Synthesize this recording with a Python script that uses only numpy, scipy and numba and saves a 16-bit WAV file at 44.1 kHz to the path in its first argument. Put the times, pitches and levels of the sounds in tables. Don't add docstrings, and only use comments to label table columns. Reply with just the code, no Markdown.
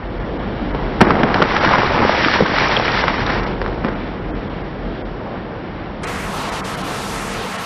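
import sys
import numpy as np
from scipy import signal
from scipy.fft import rfft, irfft
from scipy.io import wavfile
from scipy.ndimage import uniform_filter1d
from numba import njit

SR = 44100
rng = np.random.default_rng(int(sys.argv[2]) if len(sys.argv) > 2 else 0)


def decibels_to_gain(level_db):
    exponent = np.asarray(level_db, float) / 20
    return 10 ** exponent


def digitize_waveform(pressure):
    field = np.atleast_2d(pressure).T
    bounded = np.clip(field, -1, 1)
    quanta = np.round(bounded * 32767).astype(np.int16)
    wavfile.write(sys.argv[1], SR, quanta)


N = 337365
TIME = np.arange(N) / SR


def unit(x):
    return x / np.sqrt(np.mean(x ** 2))


def curves(table):
    s, *columns = np.transpose(table)
    return [np.interp(TIME, s, decibels_to_gain(c), 0, 0) for c in columns]


def ring(x, hz, width_hz):
    return signal.lfilter(*signal.iirpeak(hz, hz / width_hz, SR), x)


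def noise_ring(hz, width_hz, second_width_hz):
    return unit(ring(ring(rng.standard_normal(N), hz, width_hz), hz, second_width_hz))


def walk(rate):
    k = int(SR / rate)
    held = np.repeat(rng.standard_normal(N // k + 1), k)[:N]
    return 1.37 * uniform_filter1d(uniform_filter1d(held, k), k)


def load():
    # t/s, level/dB, fine shards/dB re level
    on_wall = [
        (.7, -40, -23),
        (.99, -35, -11),
        (1.025, -21.5, -26),
        (1.09, -19.5, -28),
        (1.15, -23, -31.5),
        (1.21, -20, -41),
        (1.27, -23.5, -25),
        (1.36, -15, -22.5),
        (1.45, -19.5, -14),
    ]
    # t/s, level/dB, fine shards/dB re level
    on_crisps = [
        (1.699, -14, -10),
        (1.82, -14.5, -10),
        (1.93, -16.5, -14),
        (2.03, -14, -10.5),
        (2.279, -19.5, -4.5),
        (2.45, -19.5, -7),
        (2.6, -17, -5),
        (2.9, -19, -4),
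        (3.41, -23, -8),
    ]
    # t/s, level/dB, fine shards/dB re level
    letting_go = [
        (3.46, -26, -13),
        (3.56, -48, -19),
        (3.68, -29.5, -21),
        (3.8, -49, -25),
        (3.88, -27.5, -26),
        (3.95, -37, -21),
        (4.1, -38, -18),
    ]
    level, fine = curves([*on_wall, *on_crisps, *letting_go])
    creases = level * decibels_to_gain(-9) * (fine + 1e-9) ** -0.41
    return creases, level, level * fine * decibels_to_gain(1.5)


def crack_rows():
    # t/s, peak/dB, ring f/Hz, snap/dB re peak, thump/dB re peak
    buckles = [(.399, -23, 470, -18, 0), (.748, -8, 396, -38, -6), (1.007, 1, 1063, -20, -1),
               (1.0122, 12, 897, -19, -6.5), (1.014, 9, 1443, -18, -5.5), (1.018, -1, 590, -24, -4),
               (1.069, -7.5, 670, -25, -1), (1.106, 1, 1104, -16, -10.5), (1.154, -6.5, 780, -20, -6),
               (1.233, 0, 1500, -26, -2.5), (1.343, -2, 1820, -21, -9), (1.36, -5, 880, -18, -15),
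               (1.404, -3.5, 476, -17.5, -10), (1.4191, 0, 1130, -14, -3.5), (1.4232, 4, 1376, -8, -10),
               (2.261, -6, 276, -23, -7), (2.408, 0, 400, -9, -8), (2.421, -13, 320, -16, 10.5)]
    # t/s, peak/dB, ring f/Hz, snap/dB re peak
    stacks = [(1.566, 1.5, 1434, -17), (1.649, 2, 1133, -21), (1.691, 0, 991, -14), (1.763, -13, 517, -22),
              (1.818, -4, 780, -22), (1.91, -6, 506, -18), (1.977, -3, 674, -20), (2.094, 3, 638, -28),
              (2.145, -13, 708, -17), (2.19, -7, 576, -13), (2.247, 0, 1610, -18), (2.284, -1, 1300, -17),
              (2.316, -16, 1040, -10), (2.339, 1, 1800, -15), (2.363, -7.5, 842, -14),
              (2.405, -2, 456, -19), (2.454, -12, 960, -19), (2.493, -17, 993, -20),
              (2.516, -15, 1060, -16), (2.538, -4.5, 644, -17), (2.585, 1, 1646, -19),
              (2.635, -4, 700, -18), (2.693, -15, 754, -15), (2.798, -0.5, 700, -14), (2.953, -8, 573, -16),
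              (3.001, -10.5, 813, -20), (3.039, -3, 1210, -21), (3.081, 3, 1290, -27),
              (3.396, -12, 667, -13), (3.474, -11, 471, -25)]
    # t/s, peak/dB, ring f/Hz, snap/dB re peak, thump/dB re peak
    lid_drops = [
        (3.616, -7.5, 1400, -19, -7),
        (3.626, -25, 2300, -8, -8),
        (3.662, -9, 1290, -15, -15),
        (3.679, -20, 1800, -9, -3),
        (3.847, -5, 750, -28, -3),
        (3.865, -12.5, 603, -22, -1),
        (3.885, -16, 1700, -25, 1),
    ]
    buckle_t60_s, lid_t60_s, crack_t60_s = 0.031, 0.024, 0.029
    crack_gain_db, crack_snap_db, crack_thump_db = -1.5, 7, -24
    count, from_s, to_s = 45, 1.47, 3.55
    chance = rng.random((count, 4)).T
    small_s = from_s + (np.arange(count) + chance[0]) / count * (to_s - from_s)
    load_db = 20 * np.log10(load()[1][(small_s * SR).astype(int)] + 1e-9)
    small_db = load_db + 8 - 3 * (2 * chance[1] - 1)
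    small_hz = 450 * 3.5 ** chance[2]
    small_snap_db = -15 + 6 * (chance[3] - .5)
    small = zip(small_s, small_db - crack_gain_db, small_hz, small_snap_db)
    rows = [(*r, buckle_t60_s) for r in buckles] + [(*r, lid_t60_s) for r in lid_drops]
    for s, db, hz, snap_db in [*stacks, *small]:
        rows.append((s, db + crack_gain_db, hz, snap_db + crack_snap_db, crack_thump_db, crack_t60_s))
    return rows


def cracks():
    out, t = np.zeros(N + SR), TIME[:SR // 4]
    for s, db, hz, snap_db, thump_db, t60 in crack_rows():
        tear = rng.standard_normal((3, len(t)))
        fall = np.exp(-np.log(1000) * t / max(t60, .003))
        impact = .09 / t60 * np.sign(tear[0, 0]) * np.exp(-t / .00012)
        blow = tear[0] * fall + impact
        wall = ring(ring(blow, hz, .55 * hz) + .35 * ring(blow, 1400, 1800), 1.1 * hz, 1.6 * hz)
        snap = ring(blow * fall, 2500, 2900) + .15 * ring(tear[1] * fall, 4500, 3000)
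        thump = ring(ring(tear[2] * fall ** .5, 210, 390), 210, 390)
        levels = (db, db + snap_db, db + thump_db - 0.5)
        burst = sum(decibels_to_gain(g) * p / abs(p).max() for p, g in zip((wall, snap, thump), levels))
        out[int(s * SR):int(s * SR) + len(t)] += burst
    return out[:N]


@njit
def rattle(count, start, pole, size):
    out = np.zeros(count)
    for k in range(len(start)):
        z, i = 1. + 0j, start[k]
        while abs(z) > .003 and i < count:
            out[i] += size[k] * z.imag
            z, i = z * pole[k], i + 1
    return out


def crush():
    # lowest f/Hz, highest f/Hz, rate/(1/s), decay/cycles, size spread/dB
    families = [
        (204, 950, 800, 2.4, 1),
        (821, 2526, 2000, 1.9, 2.5),
        (2300, 5900, 3000, 3.0, 5),
    ]
    stress_db = 1.76 * walk(45) + 2.3 * walk(220)
    out = 0
    for (lo, hi, rate, cycles, spread_db), gain in zip(families, load()):
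        chance = rng.random((11000, 4)).T
        start = (SR * (.6 + np.cumsum(-np.log(chance[0]) / rate))).astype(int)
        hz = lo * (hi / lo) ** chance[1]
        pole = np.exp(hz / SR * (2j * np.pi - 1 / (cycles * (0.14 + chance[2]))))
        size = decibels_to_gain(-spread_db * np.log(chance[3]) + stress_db[np.minimum(start, N - 1)])
        sign = np.sign(chance[3] * 1000 % 1 - .5)
        bed = rattle(N, start, pole, size * sign)
        bed = 5 * np.tanh(bed / np.std(bed[SR:4 * SR]) / 5)
        out = out + gain * bed
    return out


def grind():
    card, level, fine = load()
    dust = unit(ring(rng.standard_normal(N), 1800, 980)) * decibels_to_gain(2.4 * walk(30))
    flex = noise_ring(95, 87, 87) * decibels_to_gain(-15.5)
    rub = noise_ring(750, 610, 1220) * decibels_to_gain(-5.5 + 1.3 * walk(40))
    return fine * dust + level * flex + card * rub


def roar(colour, rings, lo_hz, hi_hz, flicker_db):
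    hz = np.fft.rfftfreq(N, 1 / SR) + 1
    colour_hz, colour_db = np.transpose(colour)
    shape = decibels_to_gain(np.interp(np.log(hz), np.log(colour_hz), colour_db))
    wave = rfft(rng.standard_normal(N)) * shape
    scale = np.sqrt(np.mean(irfft(wave * (hz > lo_hz) * (hz < hi_hz), N) ** 2))
    octave = np.log2(hz / 30)
    out = 0
    for k in range(10):
        band = irfft(wave * np.clip(1 - abs(octave - k), 0, 1), N)
        out = out + band * decibels_to_gain(flicker_db * walk(14))
    panels = sum(decibels_to_gain(db) * unit(ring(rng.standard_normal(N), f, w)) for f, w, db in rings)
    return out / scale + panels


def slow_engine():
    # f/Hz, density/dB per Hz
    colour = [(41, -45.5), (70, -7.5), (205, -6), (229, -7.5), (326, -6.5), (423, -10), (602, -11),
              (649, -11.5), (795, -12.5), (1200, -16.5), (1700, -18.5), (3260, -28), (5900, -43),
              (7670, -79.5), (13000, -120)]
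    # f/Hz, width/Hz, level/dB
    panels = [
        (190, 23, -12.5),
        (261, 35, -20),
        (478, 32, -11.5),
    ]
    # t/s, level/dB
    nearness = [(0, -29), (.5, -26), (.9, -24), (1.5, -25.5), (2.2, -26.5), (3.4, -25), (4.2, -27),
                (5.1, -29), (6.0, -29), (6.6, -31), (7.4, -32), (7.52, -50), (7.65, -66)]
    near = curves(nearness)[0]
    boom = noise_ring(43.7, 18, 18)
    boom_db = -2 - .5 * TIME + 2.3 * walk(2.7)
    noise = roar(colour, panels, 54, 440, flicker_db=1.1)
    hiss = signal.lfilter(*signal.butter(1, 700, "high", fs=SR), noise)
    return near * (decibels_to_gain(boom_db) * boom + noise - hiss + decibels_to_gain(-6) * unit(hiss))


def fast_engine():
    # f/Hz, density/dB per Hz
    colour = [(18, -45), (30, -10), (65, -20), (87, -7.5), (138, -7), (198, 2), (226, -4.5), (350, -15.5),
              (453, -4.5), (587, -12), (686, -7), (1310, -10), (1930, -12), (7800, -26.5), (14500, -31.5)]
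    # f/Hz, width/Hz, level/dB
    panels = [
        (171, 26, -19),
        (517, 33, -26.5),
        (1084, 17, -11.5),
        (1310, 36, -10),
    ]
    cut_in_s, level_db, bump_db, bump_s = 6.033, -28, 0.5, 0.035
    since = TIME - cut_in_s
    gain = (since > 0) * decibels_to_gain(level_db + bump_db * np.exp(-abs(since) / bump_s))
    return gain * roar(colour, panels, 590, 9000, flicker_db=1.55)


def scene():
    slow = slow_engine() + decibels_to_gain(-2) * crush() + cracks() + grind()
    slow = slow - 0.27 * ring(slow, 2560, 340)
    overload = .97
    slow = slow / (1 + (slow / overload) ** 4) ** .25
    shifted_top_hz = 6400
    edge = signal.cheby2(22, 90, shifted_top_hz, fs=SR, output="sos")
    return (signal.sosfilt(edge, slow) + fast_engine())[None]


def coarse(x, step):
    hz, t, lines = signal.stft(x, SR, "cosine", nperseg=2048)
    step_db = np.interp(hz, *np.transpose(step))[:, None] + 1.4 * rng.standard_normal(len(t))
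    size = abs(lines) + 1e-12
    grid = uniform_filter1d(size, size=61, axis=0) * decibels_to_gain(step_db)
    rounded = grid * np.floor(size / grid + 0.32)
    error = lines * (rounded / size - 1) * (step_db > -15)
    return x + signal.istft(error, SR, "cosine", nperseg=2048)[1][:N]


def band_limit(x):
    return signal.sosfilt(signal.butter(12, 15700, fs=SR, output="sos"), x)


def record(dry):
    # t/s, length/s, share/1
    starved = [(.088, .024, .7), (.192, .016, .8), (.237, .022, .65), (.385, .02, .8), (.729, .022, .97),
               (1.068, .03, .8), (1.6, .02, .7), (3.03, .025, .6), (3.18, .03, .6), (3.42, .025, .6),
               (3.455, .025, .75), (3.947, .016, .85), (4.205, .02, .8), (4.33, .045, 1), (4.49, .016, .8),
               (4.63, .025, .9), (5.036, .04, 1), (6.06, .03, .85), (6.51, .03, .75), (6.625, .05, .88),
               (6.765, .025, .7), (6.83, .025, .65), (7.575, .02, .65)]
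    # f/Hz, step/dB
    frayed_top = [(8500, -16), (10000, 4), (12000, 8), (14000, 11), (14700, 13), (14900, 60)]
    # f/Hz, step/dB
    starved_top = [(1700, -16), (2400, 8), (5000, 10.5), (7000, 15), (14700, 18), (14900, 60)]
    short = sum(share * np.clip(2 - abs(TIME - s) * 4 / length, 0, 1) for s, length, share in starved)
    x = (1 - short) * coarse(dry[0], frayed_top) + short * coarse(dry[0], starved_top)
    return band_limit(np.clip(x, -1, 1)[None])


dry = scene()
out = record(dry)
digitize_waveform(out)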